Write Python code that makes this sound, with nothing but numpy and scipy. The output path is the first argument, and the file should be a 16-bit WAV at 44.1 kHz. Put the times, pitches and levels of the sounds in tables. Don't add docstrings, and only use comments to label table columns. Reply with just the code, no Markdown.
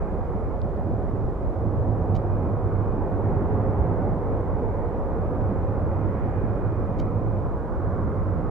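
import sys
import numpy as np
from scipy import signal
from scipy.fft import rfft, irfft
from scipy.io import wavfile
from scipy.ndimage import uniform_filter1d

SR = 44100
rng = np.random.default_rng(int(sys.argv[2]) if len(sys.argv) > 2 else 0)


def unload_audio(sound):
    columns = np.transpose(np.atleast_2d(sound))
    steps = np.round(np.clip(columns, -1, 1) * 32767)
    wavfile.write(sys.argv[1], SR, steps.astype(np.int16))


N = 374850
T = np.arange(N) / SR


def gain_of(db):
    return 10 ** (np.asarray(db) / 20)


def unit_rms(x):
    return x / np.sqrt(np.mean(x ** 2) + 1e-20)


def spectrum_gain(colour, hz):
    table_hz, db = np.transpose(colour)
    return gain_of(np.interp(np.log(hz + 1), np.log(table_hz + 1), db))


def follow(curve):
    return np.interp(T, *np.transpose(curve))


def swing(curve):
    values = follow(curve)
    return values - values.mean()


def pan(x, right_db):
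    return x * gain_of([[-right_db / 2], [right_db / 2]])


def drift(top_hz):
    hz = np.fft.rfftfreq(N, 1 / SR)
    return unit_rms(irfft(rfft(rng.standard_normal(N)) * np.exp(-(hz / top_hz) ** 2), N))


def turbulence(colour, coherence, right_db, patchy_db):
    shared, apart = rng.standard_normal((2, N))
    spread = np.sqrt((1 - coherence) / (1 + coherence))
    pair = shared + np.array([[1], [-1]]) * spread * apart
    spectra = signal.stft(pair, nperseg=1024)[2]
    patches = uniform_filter1d(rng.standard_normal(spectra.shape[1:]), size=7, axis=0)
    patches = uniform_filter1d(patches, size=16, axis=1)
    pair = signal.istft(spectra * gain_of(patchy_db * unit_rms(patches)))[1][:, :N]
    hz = np.fft.rfftfreq(N, 1 / SR)
    pair = pan(irfft(rfft(pair) * spectrum_gain(colour, hz), N), right_db)
    return pair / pair.mean(0).std()


def steady(pair, span_s):
    power = uniform_filter1d(pair.mean(0) ** 2, size=int(span_s * SR))
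    return pair / np.sqrt(abs(power) + 1e-9)


def resonate(x, hz, width_hz):
    carrier = np.exp(2j * np.pi * np.cumsum(hz) / SR)
    pole = np.exp(-np.pi * width_hz / SR)
    return 2 * (carrier * signal.lfilter([1 - pole], [1, -pole], x / carrier)).real


def snaps(times_s, peaks, colour):
    log_gain = np.log(spectrum_gain(colour, abs(np.fft.fftfreq(1024, 1 / SR))))
    ring = np.fft.ifft(np.exp(np.conj(signal.hilbert(log_gain)))).real
    train = np.bincount(np.round(times_s * SR).astype(int), peaks, N)[:N]
    return signal.oaconvolve(train, ring / abs(ring).max())[:N]


# f/Hz, level/dB
HISS_COLOUR = [(500, 0), (3000, 2.5), (4500, -3), (7000, -7), (10000, -10.5), (13000, -13), (15500, -17)]


def hiss():
    return gain_of(-71) * turbulence(HISS_COLOUR, coherence=-0.05, right_db=0.2, patchy_db=0)


# t/s, peak/dB
TICKS = [(0.617, -44), (.7698, -58)]
# f/Hz, level/dB
TICK_COLOUR = [(1000, -31), (2700, -7), (3500, 2), (4300, -1), (5000, 0), (5800, -25), (15000, -44)]


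def ticks():
    times_s, peak_db = np.transpose(TICKS)
    return pan(snaps(times_s, gain_of(peak_db), TICK_COLOUR), right_db=11)


# t/s, length/s, rate/Hz, peak/dB
SLIP_RUNS = [(2.1513, 0.0045, 760, -43), (2.157, .005, 510, -46), (2.163, .0046, 780, -40.5),
             (2.171, .006, 570, -50), (6.987, 0.011, 460, -46), (6.9985, .0046, 760, -37.5),
             (7.005, 0.016, 780, -52)]
# f/Hz, level/dB
SLIP_COLOUR = [(600, -48.5), (1500, 6), (3000, 5), (4600, 0.5), (7000, -6), (9500, -29), (13000, -16),
               (16000, -20)]


def creaks():
    slips = [(start_s + delay_s, db) for start_s, length_s, rate_hz, db in SLIP_RUNS
             for delay_s in np.arange(0, length_s, 1 / rate_hz)]
    times_s, peak_db = np.transpose(slips)
    peaks = gain_of(peak_db + 1.3 * rng.standard_normal(len(slips)))
    return pan(snaps(times_s, peaks, SLIP_COLOUR), right_db=-2)


# f/Hz, level/dB
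BUFFET_COLOUR = [(5, -17), (22, -8.5), (34, -6.5), (45, 6), (58, -2), (75, 2.5), (110, -12), (250, -31.5),
                 (1000, -76.5), (4000, -110)]
# f/Hz, level/dB
SWAY_COLOUR = [(5, -22.5), (24, -6.5), (34, 1), (46, -14.5), (100, -26), (600, -77), (3000, -115)]


def wind():
    buffet = turbulence(BUFFET_COLOUR, coherence=0.94, right_db=3, patchy_db=4.5)
    buffet = gain_of(-32) * steady(buffet, span_s=0.14)
    sway = turbulence(SWAY_COLOUR, coherence=0.99, right_db=2, patchy_db=0.5)
    sway = gain_of(-30.5) * steady(sway, span_s=0.25) * np.array([[1], [-1]])
    gust_db = 0.2 * drift(top_hz=4.9)
    return (buffet + sway) * gain_of(gust_db)


# t/s, level/dB
THUMPS = [(1.244, -22), (1.475, -27), (2.027, -25), (3.821, -20), (5.63, -25), (7.09, -26), (7.35, -29)]
# f/Hz, level/dB
THUMP_COLOUR = [(15, -14.5), (50, 1), (85, 0), (160, -9.5), (350, -25), (1200, -64), (4000, -110)]


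def thumps(width_s=0.022):
    noise = turbulence(THUMP_COLOUR, coherence=0.99, right_db=5.5, patchy_db=1.5)
    envelope = sum(gain_of(db) * np.exp(-((T - at_s) / width_s) ** 2) for at_s, db in THUMPS)
    return steady(noise, span_s=0.078) * envelope


# t/s, level/dB
RUSH_LEVEL = [(0, -62.5), (1.4, -65.5), (2.05, -63), (2.9, -61), (3.6, -57), (4.1, -60), (5.85, -60.5),
              (6.25, -55.5), (7.6, -65.5), (8.5, -60)]
# f/Hz, level/dB
RUSH_COLOUR = [(900, -11), (1500, 2.5), (1900, 6), (2250, 1), (2500, -5), (2850, -13.5), (3150, -16.5),
               (4000, -29.5), (7000, -49), (15000, -77.5)]


def turbine_rush():
    air = turbulence(RUSH_COLOUR, coherence=0.25, right_db=5.5, patchy_db=1.6)
    return air * gain_of(follow(RUSH_LEVEL))


# f/Hz, relative level/dB
BLADE_TONES = [(1910, -6), (2192, -5.5), (2425, -6.5), (2455, -2)]
# t/s, level/dB
WHINE_LEVEL = [(0, -74.5), (1.5, -84), (2.3, -74.5), (3.2, -76), (4.3, -83.5), (6.25, -72), (7.35, -72.5),
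               (7.75, -84), (8.5, -80)]


def turbine_whine():
    whine = np.zeros(N)
    for hz, db in BLADE_TONES:
        cycles = np.cumsum(hz * (1 + 0.0011 * drift(top_hz=14))) / SR
        flicker_db = 2.2 * drift(top_hz=16)
        whine += gain_of(db) * unit_rms(gain_of(flicker_db) * np.sin(2 * np.pi * cycles))
    return pan(whine * gain_of(follow(WHINE_LEVEL)), right_db=13)


# t/s, level/dB
RUMBLE_SWELL = [(0, -35), (.6, -33), (1.0, -28.5), (1.42, -36), (1.66, -25), (2.03, -25), (2.45, -28),
                (2.95, -28), (3.55, -22.3), (4.05, -25), (4.2, -29.5), (5.0, -33), (5.35, -27.5),
                (6.3, -28.5), (7.3, -26.5), (7.68, -37.5), (7.88, -27), (8.5, -29.5)]
# f/Hz, level/dB
ROLL_COLOUR = [(30, -19.5), (80, -8.5), (130, 0), (165, 0.5), (220, -2.5), (300, -5.5), (500, -20),
               (1200, -67), (4000, -110)]
# f/Hz, level/dB
BOOM_COLOUR = [(30, -27), (65, -12.5), (82, 1), (111, 3.5), (121, -10.5), (150, -24.5), (400, -68.5),
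               (2000, -110)]


def rumble(boom_hz=100.9, rise_hz_per_db=1.13, sag_hz_per_s=1.1, wander_hz=1.8):
    swell_db = swing(RUMBLE_SWELL)
    roll = turbulence(ROLL_COLOUR, coherence=0.94, right_db=3.5, patchy_db=2)
    boom = turbulence(BOOM_COLOUR, coherence=0.93, right_db=6.5, patchy_db=2)
    centre_hz = boom_hz + rise_hz_per_db * swell_db - sag_hz_per_s * T + wander_hz * drift(top_hz=1.5)
    boom = resonate(boom, centre_hz, width_hz=15)
    roll_db = -32 + 0.6 * swell_db + 0.76 * drift(top_hz=4)
    boom_db = -31.5 + 1.16 * swell_db + 2.4 * drift(top_hz=4)
    return steady(roll, span_s=0.31) * gain_of(roll_db) + steady(boom, span_s=0.16) * gain_of(boom_db)


# f/Hz, level/dB
HOWL_COLOUR = [(100, -26.5), (300, 0.5), (600, 0), (1200, -23), (4000, -71.0)]


def howl(from_hz=324, to_hz=525, climb_start_s=2.01, climb_hz_per_s=49, loudest_s=4.28):
    noise = turbulence(HOWL_COLOUR, coherence=0.94, right_db=-0.5, patchy_db=5)
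    centre_hz = np.clip(from_hz + climb_hz_per_s * (T - climb_start_s), from_hz, to_hz)
    band = resonate(noise, centre_hz, width_hz=110)
    band = resonate(band, centre_hz, width_hz=89)
    level_db = -35 - 8.5 * ((T - loudest_s) / 1.85) ** 2
    return steady(band, span_s=0.25) * gain_of(level_db)


# t/s, relative level/dB
ROAR_SWELL = [(0, -0.5), (1.4, -2), (2.05, 2), (2.8, 0), (3.55, 3), (4.8, 0.6), (5.9, 0.1), (6.6, -1.5),
              (8.5, -2.5)]
# t/s, level/dB
UPPER_LEVEL = [(0, -46.5), (1.2, -47), (2.0, -46.5), (3.55, -43.5), (4.4, -45), (6.3, -43.5), (7.35, -45),
               (8.0, -42), (8.5, -44)]
# f/Hz, level/dB
BODY_COLOUR = [(120, -26), (250, -9), (320, -0.5), (345, -1), (385, 0.5), (430, 0), (540, .5), (620, -5),
               (750, -19), (1100, -42.5), (2500, -73.5), (6000, -110)]
# f/Hz, level/dB
MIDDLE_COLOUR = [(400, -29), (620, -5.5), (720, 1), (840, -2.5), (950, -6), (1200, -17.5), (2000, -49.5),
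                 (6000, -100)]
# f/Hz, level/dB
UPPER_COLOUR = [(500, -25.5), (850, -3), (1050, 1), (1270, -3), (1600, -11.5), (1900, -22.5), (2400, -35),
                (3500, -69.5), (8000, -91.5)]


def roar():
    body = steady(turbulence(BODY_COLOUR, coherence=0.9, right_db=2, patchy_db=0.6), span_s=0.22)
    middle = turbulence(MIDDLE_COLOUR, coherence=0.91, right_db=1.4, patchy_db=-0.7)
    upper = turbulence(UPPER_COLOUR, coherence=0.74, right_db=3.5, patchy_db=1)
    swell_db = follow(ROAR_SWELL)
    body_db = -34 + 0.29 * swell_db + 0.12 * swing(RUMBLE_SWELL)
    middle_db = -40 + swell_db
    return body * gain_of(body_db) + middle * gain_of(middle_db) + upper * gain_of(follow(UPPER_LEVEL))


def scene():
    engines = roar() + howl() + rumble() + turbine_rush() + turbine_whine()
    return engines + wind() + creaks() + ticks() + hiss() + thumps()


def record(dry, fade_s=0.004, cutoff_hz=15700):
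    fade = np.minimum(np.minimum(T, T[::-1]) / fade_s, 1)
    lowpass = signal.firwin(511, cutoff_hz, window=("kaiser", 9), fs=SR)
    return signal.oaconvolve(dry * fade, lowpass[None], "same", axes=1)


dry = scene()
out = record(dry)
unload_audio(out)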